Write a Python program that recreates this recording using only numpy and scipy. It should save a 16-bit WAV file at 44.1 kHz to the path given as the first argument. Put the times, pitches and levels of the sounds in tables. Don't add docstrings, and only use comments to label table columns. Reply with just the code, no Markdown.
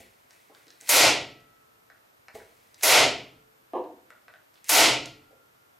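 import sys
import numpy as np
from scipy import signal
from scipy.fft import rfft, irfft
from scipy.io import wavfile

SR = 44100
rng = np.random.default_rng(int(sys.argv[2]) if len(sys.argv) > 2 else 0)


def undo_db(level):
    steps = np.asarray(level, float) / 20
    return 10 ** steps


def wrap_up_sound(samples):
    columns = np.atleast_2d(samples).T
    tamed = np.clip(columns, -1, 1)
    steps = np.round(tamed * 32767).astype(np.int16)
    wavfile.write(sys.argv[1], SR, steps)


N = 255339
TIME = np.arange(N) / SR

# [f/Hz, level/dB per Hz]
HUSH = [(25, -8), (50, -8), (118, 4), (175, -2.5), (300, -0.5), (500, -1.), (1300, -3), (2000, -6.5),
        (4000, -11.5), (8000, -14), (13000, -14), (14500, -18.5), (15200, -36)]
# [f/Hz, level/dB]
HUSH_SIDE = [(60, -21), (400, 4.5), (1500, 7), (6000, -3.5), (14000, -10.5)]
HUSH_DB = -69
# [f/Hz, rms level/dB]
WHINE = [(13485, -82.5), (13905, -84.5)]
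# [f/Hz, t60/s, echo level/dB, side minus mid level/dB]
ROOM = [(40, 0.99, 0.9, -30.5), (120, 0.87, -0.5, -45), (177, 0.84, 2, -30.5), (280, 0.6, 0.35, -28.5),
        (455, 0.48, 4.5, -18.5), (960, 0.39, 7.5, -14.5), (1590, 0.37, 5, -10), (2900, 0.45, 2, -14.5),
        (4000, 0.4, 4, -13), (6000, 0.34, -0.7, -12.5), (8450, 0.3, -2.8, -13.5), (11200, 0.23, 5, -15.5),
        (14600, .19, 3.3, -15)]

# [f/Hz, level/dB per Hz]
RUB = [(1200, -25.5), (2050, 2), (3000, -6.5), (4300, -7), (5400, -7.5), (7900, -7), (10200, -8.5),
       (16000, -16)]
# [lead t/s, level/dB]
SQUEEZES = [
    (0.089, -63),
    (0.053, -64.5),
    (0.049, -61),
]
CREEP_DB_PER_S, SURGE_S, SURGE_DB, LET_GO_S = 108.5, 0.023, 11, .006
# [t/s, level/dB, hold t/s, fade/dB per s]
SCRAPES = [
    (0.001, -57, .003, 285),
    (.06, -74.5, .1, 40),
    (0.303, -69.5, 0.028, 39.5),
    (0.546, -71.5, 0.035, 40),
    (0.713, -76, 0.018, 78),
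    (2.35, -53, .004, 360),
    (2.402, -72, .3, 62.5),
    (4.534, -73.5, 0.019, 88),
]
SCRAPE_RISE_DB_PER_S = 1500

# [t/s, plastic shell peak level/dB, metal snap peak level/dB, snap f/Hz]
TICKS = [(.308, -50, -42, 4800), (.549, -50, -44, 3500), (.669, -58, -49, 4000), (.681, -56, -45, 4000),
         (.7045, -52, -39, 4500), (.8115, -53, -33, 7000), (.8625, -54, -40, 4800), (.875, -46, -33, 4200),
         (1.405, -60, -56, 5500), (1.901, -43, -52, 3500), (2.2835, -36, -43, 3900),
         (2.402, -45, -58, 6000), (2.7442, -56, -38, 5200), (2.811, -44, -35, 4000),
         (3.840, -56, -54, 3500), (4.1045, -40, -45, 7500), (4.282, -38, -49, 3500),
         (4.339, -42, -66, 3000), (4.542, -64, -51, 5000), (4.557, -60, -48, 3000), (4.576, -62, -51, 3000),
         (4.6435, -58, -33, 8000), (5.058, -48, -25, 5400)]
# [f/Hz, width/Hz, level/dB]
SHELL = [(660, 300, -13), (1580, 950, 0)]
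SNAP_WIDTH = .75

# [t/s, peak level/dB, contact t/ms, pitch factor]
KNOCKS = [(.002, -43.5, 0.84, 0.73), (.030, -53, 1.6, 0.57), (.497, -46.5, 1.05, 0.89),
          (0.515, -51, 0.49, 1.2), (.668, -50.5, 2.2, 0.93), (0.821, -49.5, 1.2, 0.93),
          (2.342, -46, 2, 0.79), (2.3516, -33, 1.5, 1.3), (3.7345, -11.5, 0.88, 1.01),
          (4.138, -59, .7, 0.95), (5.308, -47, 2.08, 1.56), (5.326, -53.5, 2, 1.3), (5.344, -58, 2.4, 1.43)]
# [f/Hz, width/Hz, level/dB]
TUBE = [(348, 55, 3), (432, 19, -5), (496, 57, 3), (536, 50, -1.5), (615, 69, -1.5), (744, 20, 4),
        (853, 110, -1.5), (949, 100, 2), (1064, 36, -1.5), (1180, 80, -7.5)]
RIM_DB, RIM_DB_PER_MS = -11, -5.5
# [t/s, peak level/dB]
THUDS = [
    (.002, -55),
    (2.343, -51.5),
    (3.736, -56),
]

SHOT_S = [
    .8917,
    2.8322,
    4.6927,
]
# [blow level/dB, brightness/dB per octave, tube share level/dB, floor thud level/dB]
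SHOTS = [
    (20., 0.81, -7.5, 5),
    (19.5, 0.28, -7.5, 2.5),
    (19, 0.81, -2.9, 5.5),
]
# [f/Hz, level/dB per Hz]
BANG = [(70, -36), (125, -23.5), (195, -28), (270, -16.5), (650, 0.6), (950, -4.5), (1200, -9.5),
        (1400, -1.5), (1680, -9.5), (2000, 0), (3800, -6), (6500, 0.5), (13400, -5), (16000, -14)]
# [lead t/s, level/dB]
RUN_UP = [(.0066, -24.), (.0032, -24.), (.001, -24.)]
# [f/Hz, t60/s, level/dB after shot 1, shot 2, shot 3]
RINGS = [(127.8, 0.84, -33, -30.5, -32.), (439, 1.5, -49, -46.5, -50), (690, 0.9, -52., -43.5, -56),
         (1312, 2.8, -55.5, -65.5, -62), (1393, 3.7, -69.5, -69, -61), (1944, 0.75, -29, -42, -39)]

# [t/s, dip level/dB, recovery t/s, curve of the climb]
DIPS = [
    (SHOT_S[0], 36.9, 0.22, 1.68),
    (SHOT_S[1], 37.24, 0.23, 1.77),
    (3.734, 12, 0.031, 1.34),
    (SHOT_S[2], 37.05, 0.24, 2.01),
]
TOP_HZ = 15850


def add(track, s, sound, db):
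    i = int(s * SR)
    track[i:i + len(sound)] += undo_db(db) * sound[:N - i]


def gains(points, size):
    hz, db = np.transpose(points)
    return undo_db(np.interp(np.log(np.fft.rfftfreq(size, 1 / SR) + 1), np.log(hz), db))


def colour(x, points):
    cepstrum = irfft(np.log(gains(points, size=4096)))
    cepstrum[1:2048] *= 2
    cepstrum[2049:] = 0
    response = irfft(np.exp(rfft(cepstrum)))[:2048]
    response = response / np.sqrt(np.sum(response ** 2))
    return signal.fftconvolve(x, response)[:len(x)]


def ring(x, hz, width_hz):
    return signal.lfilter(*signal.iirpeak(hz, hz / width_hz, fs=SR), x)


def burst(decay_ms, size=2048):
    decay = np.exp(-np.arange(size) / (SR * decay_ms / 1000))
    return rng.standard_normal(size) * decay / 2


def thin(x):
    return signal.sosfilt(signal.butter(2, 350., "high", fs=SR, output="sos"), x)


def push(contact_ms):
    u = np.arange(8192) / SR * 1000 / max(contact_ms, .1)
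    return np.sin(np.pi * np.minimum(u, 1)) ** 2


def tube(force, pitch):
    y = 0
    for k, (hz, width, db) in enumerate(TUBE):
        y = y + (-1) ** k * undo_db(db) * ring(force, hz * pitch, width)
    y = signal.sosfilt(signal.butter(3, [250., 1350.], "band", fs=SR, output="sos"), y)
    return y / np.abs(y).max()


def room(direct, source, echo_db, rise_ms):
    t = np.arange(SR) / SR
    noise, tail = rfft(rng.standard_normal((2, SR))), 0
    log_hz = np.log(np.arange(noise.shape[1]) + 1)
    log_centres = np.log(np.array(ROOM)[:, 0])
    for k, (hz, t60, db, side_db) in enumerate(ROOM):
        share = np.interp(log_hz, log_centres, np.arange(len(ROOM)) == k)
        level_db = db - 60 * t / t60 + np.array([[0], [side_db]])
        tail = tail + irfft(noise * share, SR) * undo_db(level_db)
    tail *= undo_db(echo_db) * (1 - np.exp(-(t * 1000 / rise_ms) ** 2))
    mid, side = signal.fftconvolve(source[None], tail)[:, :N]
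    return direct + np.array([mid + side, mid - side])


def hush():
    mid, side = rfft(rng.standard_normal((2, N))) * gains(HUSH, N)
    mid, side = irfft(mid, N), irfft(side * gains(HUSH_SIDE, N), N)
    whine = sum(undo_db(db) * np.sqrt(2) * np.sin(2 * np.pi * hz * TIME) for hz, db in WHINE)
    return np.array([mid + side, mid - side]) * undo_db(HUSH_DB) / mid.std() + whine


def effort():
    out = 0
    for s, (lead, db) in zip(SHOT_S, SQUEEZES):
        left = s - LET_GO_S - TIME
        climb_db = CREEP_DB_PER_S * (lead - left) + SURGE_DB * np.clip(1 - left / SURGE_S, 0, 1)
        out = out + (left > 0) * (TIME > s - lead) * undo_db(db + np.clip(climb_db, 0, 40))
    for s, db, hold, fade in SCRAPES:
        rise_db = SCRAPE_RISE_DB_PER_S * np.maximum(s - TIME, 0)
        fade_db = fade * np.maximum(TIME - s - hold, 0)
        out = out + undo_db(db - rise_db - fade_db)
    return out


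def rubs():
    grain_level = np.minimum(rng.exponential(size=N // 60 + 1), 2.5)
    grains = rng.standard_normal(N) * undo_db(3 * np.repeat(grain_level, 60)[:N])
    return colour(grains * effort(), RUB) / grains.std()


def ticks():
    dry = np.zeros(N)
    for s, shell_db, snap_db, snap_hz in TICKS:
        crack = signal.unit_impulse(2048) + 0.18 * burst(decay_ms=3.1)
        parts = [(hz, width, shell_db + db) for hz, width, db in SHELL]
        parts.append((snap_hz, SNAP_WIDTH * snap_hz, snap_db))
        for hz, width, db in parts:
            band = ring(ring(crack, hz, width), hz, width)
            add(dry, s, band / np.abs(band).max(), db)
    return dry


def knocks():
    dry = np.zeros(N)
    for s, db, contact_ms, pitch in KNOCKS:
        crack = signal.unit_impulse(8192) + 0.28 * burst(decay_ms=2.3, size=8192)
        edge = ring(crack, 1800., 800.)
        rim = undo_db(RIM_DB + RIM_DB_PER_MS * contact_ms) * edge / edge.max()
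        add(dry, s, tube(push(contact_ms), pitch) + rim, db - 6.0)
    for s, db in THUDS:
        thud = ring(push(contact_ms=1.8), 80., 70.)
        add(dry, s, thud / thud.max(), db)
    return dry


def rings():
    out = np.zeros(N)
    t = np.arange(2 * SR) / SR
    for hz, t60, *levels in RINGS:
        for s, db in zip(SHOT_S, levels):
            detune_hz, phase = rng.standard_normal((2, 3, 1))
            tone_hz = hz + 3.5 * detune_hz * [[0], [1], [1]]
            tones = np.sin(2 * np.pi * (tone_hz * t + phase)) * [[1], [.3], [.3]]
            fade = undo_db(-60 * t / t60) * np.minimum(t / .02, 1)
            add(out, s, tones.sum(axis=0) * fade, db)
    return out


def run_up():
    dry = np.zeros(N)
    for s in SHOT_S:
        for lead, db in RUN_UP:
            add(dry, s - lead, thin(colour(burst(decay_ms=0.8), BANG)), db)
    return dry


def shots():
    out, impulse = 0, signal.unit_impulse(2048)
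    for s, (blow_db, tilt_db, tube_db, thud_db) in zip(SHOT_S, SHOTS):
        direct, source = np.zeros((2, N))
        blow = [(hz, db + tilt_db * np.log2(hz / 2000) + thud_db * (hz < 220)) for hz, db in BANG]
        add(direct, s, thin(colour(burst(decay_ms=7.0), blow)), blow_db + 4.0)
        add(source, s, colour(impulse, blow), blow_db + 7.5)
        add(source, s, tube(impulse, pitch=0.88), blow_db + tube_db - 30.5)
        out = out + room(direct, source, echo_db=-16., rise_ms=2.5)
    return out


def scene():
    hands, taps = ticks() + run_up() + rubs(), knocks()
    near_hands = room(hands, hands, echo_db=-34.5, rise_ms=4.)
    near_taps = room(taps, taps, echo_db=-33.5, rise_ms=1.0)
    return hush() + near_hands + near_taps + rings() + shots()


def roll_off(x):
    return signal.sosfilt(signal.butter(12, 16650, fs=SR, output="sos"), x)


def record(dry):
    dip_db = 0
    for s, db, recovery, curve in DIPS:
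        remaining = np.clip(1 - (TIME - s) / recovery, 0, 1) * (TIME > s - 2 / SR)
        dip_db = dip_db + db * remaining ** curve
    loud = np.tanh(1.074 * dry * undo_db(-dip_db)) / 0.76
    loud = signal.sosfilt(signal.butter(2, 38, "high", fs=SR, output="sos"), loud)
    top_cut = signal.ellip(10, .2, 70, TOP_HZ, fs=SR, output="sos")
    return roll_off(signal.sosfilt(top_cut, loud))


dry = scene()
out = record(dry)
wrap_up_sound(out)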